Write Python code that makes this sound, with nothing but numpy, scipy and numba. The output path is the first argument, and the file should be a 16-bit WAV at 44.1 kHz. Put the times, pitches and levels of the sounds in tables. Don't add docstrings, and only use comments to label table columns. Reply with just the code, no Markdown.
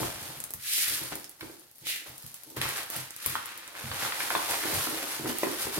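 import sys
import numpy as np
from scipy import signal
from scipy.fft import rfft, irfft
from scipy.io import wavfile
from scipy.ndimage import uniform_filter1d
from numba import njit

SR = 44100
rng = np.random.default_rng(int(sys.argv[2]) if len(sys.argv) > 2 else 0)


def transcribe(u):
    v = np.clip(np.atleast_2d(u).T, -1, 1)
    q = np.round(v * 32767).astype(np.int16)
    wavfile.write(sys.argv[1], SR, q)


N = 255636
TIME_S = np.arange(N) / SR
TOP_HZ = 16000

# frequency in Hz, gain in dB.
FILM_HISS_EQ = [(1500, -23), (3000, -4.5), (4500, -0.5), (6000, -2.5), (7800, -3.5), (9000, 1),
                (11000, 0.5), (13500, 0), (16000, -10.5)]
WEAVE_SCRAPE_EQ = [(300, 7), (1000, -1), (1800, 1.5), (2600, 0), (3800, -2), (5500, -8), (9000, -12.5),
                   (16000, -45)]
ROLL_RUMBLE_EQ = [(25, -47), (60, -10.5), (130, -2), (195, -8), (260, -4.5), (330, -4), (430, -2.5),
                  (560, -2), (750, -14), (1400, -6.5), (3000, -45)]
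ROLL_SCUFF_EQ = [(40, -29), (130, -5.5), (220, -9.5), (320, -1.5), (430, -4.5), (600, -10), (850, -16.5),
                 (1500, -18), (3000, -38)]
CANVAS_CRACK_EQ = [(150, -38), (400, -19.5), (800, 5.5), (1700, 2), (2800, 0.5), (4200, -3.5), (6000, -56),
                   (16000, -39)]
CREASE_EQ = [(500, -1), (2500, -7), (5000, -7.5), (7500, -7.5), (9500, -4), (12500, -3), (16000, -4)]
HUSH_EQ = [(25, -53), (60, -5), (130, -2.5), (250, -8), (700, -9), (2400, -40), (4500, -21), (8000, -29),
           (12000, -9), (16000, -15)]
# time of top speed, rise and fall in seconds, film hiss and weave scrape
# in dB, high-pass edge it pulls toward in Hz.
HAND_STROKES = [(0.019, .1, 0.13, -34.5, -36.5, 540), (.25, 0.14, 0.21, -42.5, -44.5, 670),
                (0.764, 0.11, 0.27, -27, -33.5, 1960), (0.939, .025, 0.028, -32.5, -51, 1440),
                (1.13, .015, 0.016, -53, -37.5, 730), (1.418, 0.032, 0.27, -50, -56.5, 660),
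                (1.82, 0.06, .04, -53, -65, 1200), (1.89, 0.033, 0.098, -34.5, -32.5, 2180),
                (2.07, 0.017, 0.11, -47, -49.5, 614), (2.26, 0.13, 0.33, -50, -59, 766),
                (2.502, 0.081, 0.11, -52.5, -78, 890), (2.57, 0.0092, 0.043, -40.5, -38, 890),
                (2.621, 0.012, .1, -35.5, -33, 900), (2.778, 0.12, 0.073, -37.5, -37, 790),
                (2.962, 0.077, 0.1, -38, -40.5, 748), (3.16, 0.12, 0.13, -52.5, -53, 1300),
                (3.29, 0.093, 0.14, -38, -40, 1144), (3.472, 0.076, 0.29, -50.5, -44.5, 1003),
                (3.8, 0.067, 0.14, -46, -43, 762), (4.049, 0.12, 0.063, -36.5, -35, 805),
                (4.209, 0.04, 0.057, -36.5, -37, 790), (4.509, 0.03, 0.068, -33, -33, 560),
                (4.73, 0.1, 0.14, -34, -37, 650), (4.82, 0.043, 0.058, -34, -36, 730),
                (4.98, .03, 0.028, -40.5, -41.5, 790), (5.13, .07, 0.09, -38.5, -41.5, 950),
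                (5.3, 0.031, 0.03, -34.5, -37.5, 705), (5.628, 0.042, 0.035, -32, -39, 950),
                (5.75, .02, 0.051, -33, -39.5, 740)]
# time in seconds, level in dB.
ROLLING_LEVELS = [(3.55, -65.5), (3.95, -43.5), (4.35, -38.5), (4.95, -39), (5.23, -44.5), (5.45, -40.5),
                  (5.8, -43)]
# frequency in Hz, width in Hz, gain in dB.
TUBE_MODES = [(322.7, 24, 7), (351, 15, -1.5), (427, 16, -3.5), (526, 48, 4.5), (642, 46, 1),
              (670, 16, -24), (873, 36, 14.5)]
# peak time in seconds, level in dB, fall in seconds.
ROLL_SCUFFS = [(0.019, -33.5, 0.04), (.22, -54.5, 0.27), (.915, -51, .06), (1.02, -47, 0.062),
               (1.135, -45, 0.07), (1.44, -45.5, 0.065), (1.84, -58, 0.3), (2.49, -52.5, 0.32),
               (2.8, -65, 0.014), (2.98, -54.5, 0.037), (3.34, -53, .04), (4.36, -35.5, 0.032),
               (4.65, -38, 0.11), (4.89, -42.5, 0.17), (5.26, -37, .04), (5.45, -39, 0.084),
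               (5.79, -36, .05)]
# start in seconds, relative level in dB.
TABLE_BUMPS = [(.004, -35.5), (0.047, -37), (.147, -44.5), (.216, -44), (.289, -46), (0.366, -48),
               (0.434, -53.5), (0.543, -46), (.901, -47.5), (1.012, -44.5), (1.113, -45), (1.418, -44),
               (1.814, -52), (2.079, -49.5), (2.236, -46), (2.569, -35.5), (2.649, -37), (2.959, -41.5),
               (3.264, -39.5), (3.837, -36.5), (3.901, -36.5), (4.023, -44.5), (4.729, -37), (4.764, -37.5),
               (5.188, -44), (5.248, -39.5), (5.65, -39.5), (5.779, -34)]
# frequency in Hz, gain in dB, T60 in seconds.
TABLE_MODES = [(57.6, -20, 0.13), (96, -9, 0.41), (130, 4, 0.16), (157, -2.5, 0.11), (222, -6, 0.21),
               (303, -22, 0.12), (490, -14, 0.12)]
# start in seconds, relative swing level in dB, panel pitch in Hz,
# relative crack level in dB.
PANEL_BUCKLES = [(.029, -17, 1040, -38), (.775, -21, 2300, -38), (1.119, -28, 320, -35),
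                 (1.407, -36, 1820, -34.5), (1.427, -28.5, 330, -43), (1.494, -35, 350, -47),
                 (1.868, -22, 2600, -39.5), (2.06, -37, 463, -46), (2.565, -25, 366, -37),
                 (2.613, -10, 2380, -24.5), (2.652, -19, 920, -29.5), (2.898, -37, 603, -50),
                 (3.258, -33, 2250, -32.5), (3.352, -11, 1300, -27), (3.75, -23.5, 1630, -43.5),
                 (3.913, -19, 1560, -32), (4.021, -15, 1720, -45), (4.048, -17, 1230, -32),
                 (4.12, -13.5, 1900, -25.5), (4.203, -12.5, 1860, -26.5), (4.302, -14.5, 1230, -24),
                 (4.31, -19.5, 670, -33), (4.349, -8, 1070, -23), (4.366, -23, 910, -36),
                 (4.504, -20, 985, -39), (4.636, -14.5, 1620, -32), (4.868, -24.5, 300, -29),
                 (5.034, -28.5, 324, -53), (5.194, -23.5, 324, -44), (5.245, -20.5, 350, -50),
                 (5.255, -18.5, 302, -32.5), (5.264, -22, 327, -36), (5.293, -21.5, 318, -40),
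                 (5.43, -13.5, 372, -22), (5.466, -23.5, 320, -31), (5.666, -21.5, 404, -31.5),
                 (5.777, -17.5, 340, -40)]
# start in seconds, relative level in dB, left minus right in dB,
# centre in Hz.
LOUD_CREASES = [(.4017, -23.5, -1, 8910), (.4383, -21.5, 1, 9000), (.505, -27, -1, 10100),
                (.536, -21, 0, 11770), (1.1535, -23, 0, 10700), (1.197, -34, 0, 12900),
                (1.242, -28.5, 0, 6050), (1.293, -33, -7, 10400), (1.407, -35.5, -5, 12600),
                (1.5947, -42, 8, 10900), (1.7818, -41, 8, 12600), (1.868, -25, -2, 10200),
                (2.0926, -36, -3, 14000), (2.179, -32, 1, 11080), (2.263, -31.5, -2, 11200),
                (2.3414, -28.5, -1, 11300), (2.4334, -33.5, 6, 11500), (2.5646, -30, .5, 15400),
                (2.614, -23, 3, 9060), (2.689, -22.5, 1, 15000), (2.8599, -34, 1.5, 11600),
                (2.9003, -22.5, -1, 12900), (2.9632, -22, -1, 9460), (3.1055, -29.5, -5, 8540),
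                (3.1622, -28, 1, 8900), (3.26, -13, 3, 12300), (3.2664, -25, -1, 10200),
                (3.4567, -27, 2, 11000), (3.575, -29.5, -2, 11500), (3.676, -31, -1, 7300),
                (4.5078, -20, .5, 9450), (5.3837, -20.5, -5, 13900)]
# frequency in Hz, left minus right in dB.
PORT_MISMATCH = [(100, -1), (330, -0.9), (700, .5), (2800, -0.5), (5500, -2), (8000, -4.5), (10000, 5),
                 (12000, 2.5), (14500, -3.5)]


def undb(db):
    return 10 ** (np.asarray(db) / 20)


def unit_rms(x):
    return x / np.sqrt(np.mean(x ** 2))


def power_sum_db(levels_db):
    return 10 * np.log10(np.sum(undb(levels_db) ** 2, axis=0))


def colour(x, eq):
    hz, db = np.transpose(eq)
    grid_hz = np.arange(2049) * SR / 4096
    grid_db = np.interp(np.log(grid_hz + 1), np.log(hz), db)
    cepstrum = irfft(np.log(undb(grid_db)))
    half = len(grid_hz) - 1
    folded = np.r_[cepstrum[0], 2 * cepstrum[1:half], np.zeros(half)]
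    response = irfft(np.exp(rfft(folded)))
    return signal.fftconvolve(x, response[None], axes=1)[:, :N]


@njit
def highpass(x, edge_hz, damping):
    y, band_state, low_state = np.empty(len(x)), 0., 0.
    for i in range(len(x)):
        g = np.tan(np.pi * edge_hz[i] / SR)
        band = (band_state + g * (x[i] - low_state)) / (1 + g * (g + damping))
        y[i] = x[i] - damping * band - low_state - g * band
        band_state, low_state = 2 * band - band_state, low_state + 2 * g * band
    return y


def add(out, start_s, sound):
    i = int(np.clip(start_s * SR, 0, N - 1))
    out[:, i:i + sound.shape[1]] += sound[:, :N - i]


def wander(rate_hz):
    hold = int(SR / rate_hz)
    steps = np.repeat(rng.standard_normal(N // hold + 1), hold)
    return 0.97 * uniform_filter1d(steps, hold)[:N]


def mic_pair(x, alike_hz, left_lag_samples=4):
    n = x.shape[1]
    mid, side = rfft(x)
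    hz = np.arange(len(mid)) * SR / n
    coherence = .9 / (1 + (hz / alike_hz) ** 2)
    mid = irfft(mid * np.sqrt(1 + coherence), n)
    side = irfft(side * np.sqrt(1 - coherence), n)
    return np.array([np.roll(mid + side, left_lag_samples), mid - side]) / np.sqrt(2)


def swell_db(peak_s, rise_s, fall_s, drop_db=11):
    before = np.maximum(peak_s - TIME_S, 0) / rise_s
    after = np.maximum(TIME_S - peak_s, 0) / fall_s
    return np.maximum(-drop_db * (before ** 1.7 + after ** 1.42), -150)


def hand_motion(rest_edge_hz=700, relax_s=.25):
    rolling_db = np.interp(TIME_S, *np.transpose(ROLLING_LEVELS), left=-150)
    films_db, weaves_db, shifts_oct = [rolling_db + 2], [rolling_db], [np.zeros(N)]
    for peak_s, rise_s, fall_s, film_db, weave_db, hz in HAND_STROKES:
        speed_db = swell_db(peak_s, rise_s, fall_s)
        films_db.append(film_db + speed_db)
        weaves_db.append(weave_db + speed_db)
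        shifts_oct.append(np.log2(hz / rest_edge_hz) * np.exp(-((TIME_S - peak_s) / relax_s) ** 2))
    shift_oct = np.average(shifts_oct, axis=0, weights=undb(weaves_db) ** 2)
    return power_sum_db(films_db), power_sum_db(weaves_db), rest_edge_hz * 2 ** shift_oct


def slips(rate_hz, spread_db, flutter_db, flutter_hz):
    chance = np.minimum(rate_hz / SR, 1)
    size = undb(spread_db * np.minimum(rng.standard_exponential(N), 5)) / np.sqrt(chance)
    impulses = (rng.random(N) < chance) * size * rng.standard_normal((2, N))
    return impulses * undb(flutter_db * wander(flutter_hz))


def film_hiss(level_db, brisk_db=-33):
    rate_hz = 24000 * undb(.45 * (level_db - brisk_db))
    friction = slips(rate_hz, spread_db=2.0, flutter_db=1.26, flutter_hz=200)
    return colour(mic_pair(friction, alike_hz=2460), FILM_HISS_EQ)


def weave_scrape(edge_hz, palm_hz=900):
    friction = slips(5500 * (edge_hz / palm_hz) ** 2, spread_db=1.5, flutter_db=0.6, flutter_hz=160)
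    scrape = mic_pair(friction, alike_hz=1860)
    for damping in (.8, 1.2):
        scrape = np.array([highpass(channel, edge_hz, damping) for channel in scrape])
    return colour(scrape, WEAVE_SCRAPE_EQ)


def hollow_roll(eq, flutter_hz, alike_hz):
    friction = slips(1800, spread_db=2.5, flutter_db=2.0, flutter_hz=flutter_hz)
    drive = colour(mic_pair(friction, alike_hz), eq)
    return drive + sum(undb(db) * signal.lfilter(*signal.iirpeak(hz, hz / width_hz, fs=SR), drive)
                       for hz, width_hz, db in TUBE_MODES)


def rubbing(film_db, weave_db, edge_hz, rumble_limit_hz=910):
    rumble_db = weave_db - 10 - 10 * np.log10(1 + (edge_hz / rumble_limit_hz) ** 8)
    flexing_edge_hz = edge_hz * np.exp(0.067 * wander(22.1))
    grip_db = 0.83 * wander(45)
    hiss = unit_rms(film_hiss(film_db)) * undb(film_db)
    scrape = unit_rms(weave_scrape(flexing_edge_hz)) * undb(weave_db)
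    rumble = unit_rms(hollow_roll(ROLL_RUMBLE_EQ, flutter_hz=65, alike_hz=433)) * undb(rumble_db)
    return (hiss + scrape + rumble) * undb(grip_db)


def roll_scuffs(rise_s=0.03):
    level_db = power_sum_db([db + swell_db(peak_s, rise_s, fall_s) for peak_s, db, fall_s in ROLL_SCUFFS])
    return unit_rms(hollow_roll(ROLL_SCUFF_EQ, flutter_hz=70, alike_hz=500)) * undb(level_db)


def table_bumps(gain_db=3, delay_s=0.00306, drag_s=0.039):
    out, t = np.zeros((2, N)), TIME_S[:12000]
    for start_s, db in TABLE_BUMPS:
        spot = rng.standard_normal((len(TABLE_MODES), 2))
        ring = np.zeros(len(t))
        for (hz, mode_db, t60_s), (strength, detune) in zip(TABLE_MODES, spot):
            mode = np.sin(2 * np.pi * hz * (1 + 0.0095 * detune) * t)
            ring += undb(mode_db + 2 * strength) * mode * undb(-60 * t / t60_s)
        drag_mid, drag_side = 0.21 * rng.standard_normal((2, len(t))) * np.exp(-t / drag_s)
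        force = drag_mid + 0.25 * drag_side * np.array([[1], [-1]])
        force[:, 0] += 4
        thud = signal.fftconvolve(force, ring[None], axes=1)[:, :len(t)]
        add(out, start_s + delay_s, thud / np.abs(thud).max() * undb(db + gain_db))
    return signal.sosfilt(signal.butter(2, 50, "high", fs=SR, output="sos"), out)


def sheet_shiver(snap, level_db, decay_s):
    t = TIME_S[:len(snap)]
    crackle = rng.standard_normal((2, len(t))) * np.exp(-t / decay_s) * (1 - np.exp(-t / 0.0067))
    crackle /= np.sqrt(np.sum(crackle ** 2) / 2)
    shiver = signal.fftconvolve(crackle, snap[None], axes=1)[:, :len(t)]
    direct = np.array([np.roll(snap, rng.integers(2, 7)), snap])
    return direct + undb(level_db) * shiver


def canvas_buckles(decay_cycles=0.79, swing_gain_db=4, crack_gain_db=5.5, crack_s=0.0019,
                   delay_s=0.002034):
    swings, cracks, t = np.zeros((2, N)), np.zeros((2, N)), TIME_S[:4096]
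    for start_s, swing_db, panel_hz, crack_db in PANEL_BUCKLES:
        cycles = panel_hz * t
        swing = np.sin(2 * np.pi * cycles) * np.exp(-cycles / decay_cycles) * (1 - np.exp(-2 * cycles))
        eq = [(hz * (panel_hz / 1100) ** 0.45, db) for hz, db in CANVAS_CRACK_EQ]
        burst = rng.standard_normal((1, len(t))) * t * np.exp(-2 * t / crack_s)
        crack = colour(burst, eq)[0, :len(t)]
        crack /= np.abs(crack).max()
        swing = sheet_shiver(swing, level_db=-4, decay_s=0.019)
        crack = sheet_shiver(crack, level_db=-5, decay_s=0.0039)
        add(swings, start_s + delay_s, undb(swing_db + swing_gain_db) * swing)
        add(cracks, start_s + delay_s, undb(crack_db + crack_gain_db) * crack)
    return signal.sosfilt(signal.butter(2, 190, "high", fs=SR, output="sos"), swings) + cracks


def faint_crease_rows(film_db, count=30, follow_db_per_db=0.68):
    starts, scatter = rng.integers(0, N, count), rng.standard_normal((3, count))
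    level_db = -37 + follow_db_per_db * (film_db[starts] + 51.5) + 0.5 * scatter[0]
    pan_db = 3 * scatter[1]
    centre_hz = np.minimum(11100 * np.exp(0.09 * scatter[2]), TOP_HZ)
    return list(zip(starts / SR, level_db, pan_db, centre_hz))


def film_creases(rows, rise_s=0.00063, snap_s=0.00054, settle_s=0.01, gain_db=3, delay_s=0.00083):
    out, t = np.zeros((2, N)), TIME_S[:1500]
    decay = np.exp(-t / snap_s) + undb(-27) * np.exp(-t / settle_s)
    envelope = (1 - np.exp(-t / rise_s)) ** 2 * decay
    for start_s, db, pan_db, centre_hz in rows:
        crackle = envelope * rng.choice([-1, 1], (2, len(t)))
        tick = 0.35 * crackle + signal.lfilter(*signal.iirpeak(centre_hz, 2, fs=SR), crackle)
        tick *= np.sqrt(SR / 1000 / np.sum(tick ** 2, axis=1, keepdims=True))
        channel_db = db + gain_db + np.array([[pan_db], [-pan_db]]) / 2
        add(out, start_s + delay_s, tick * undb(channel_db))
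    return colour(out, CREASE_EQ)


def room(x, wet_db, low_t60_s=0.45, treble_t60_s=0.17, predelay_s=0.00521):
    t = TIME_S[:16384]
    noise = mic_pair(rng.standard_normal((2, len(t))), alike_hz=444)
    low = signal.sosfilt(signal.butter(1, 4000, fs=SR, output="sos"), noise)
    tail = low * undb(-60 * t / low_t60_s) + (noise - low) * undb(-60 * t / treble_t60_s)
    tail *= t > predelay_s
    tail /= np.sqrt(np.sum(tail ** 2) / 2)
    return x + undb(wet_db) * signal.fftconvolve(x, tail, axes=1)[:, :N]


def scene():
    air = mic_pair(rng.standard_normal((2, N)), alike_hz=500)
    hush = unit_rms(colour(air, HUSH_EQ)) * undb(-65)
    film_db, weave_db, edge_hz = hand_motion()
    friction = room(rubbing(film_db, weave_db, edge_hz) + roll_scuffs(), wet_db=-8.0)
    ticks = room(film_creases(LOUD_CREASES + faint_crease_rows(film_db)), wet_db=-5.5)
    snaps = room(canvas_buckles(), wet_db=-4.5)
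    return friction + table_bumps() + snaps + ticks + hush


def record(dry):
    channels = [colour(x[None], [(hz, sign * db / 2) for hz, db in PORT_MISMATCH])[0]
                for x, sign in zip(dry, (1, -1))]
    return signal.sosfilt(signal.ellip(10, .2, 70, TOP_HZ, fs=SR, output="sos"), channels)


dry = scene()
out = record(dry)
transcribe(out)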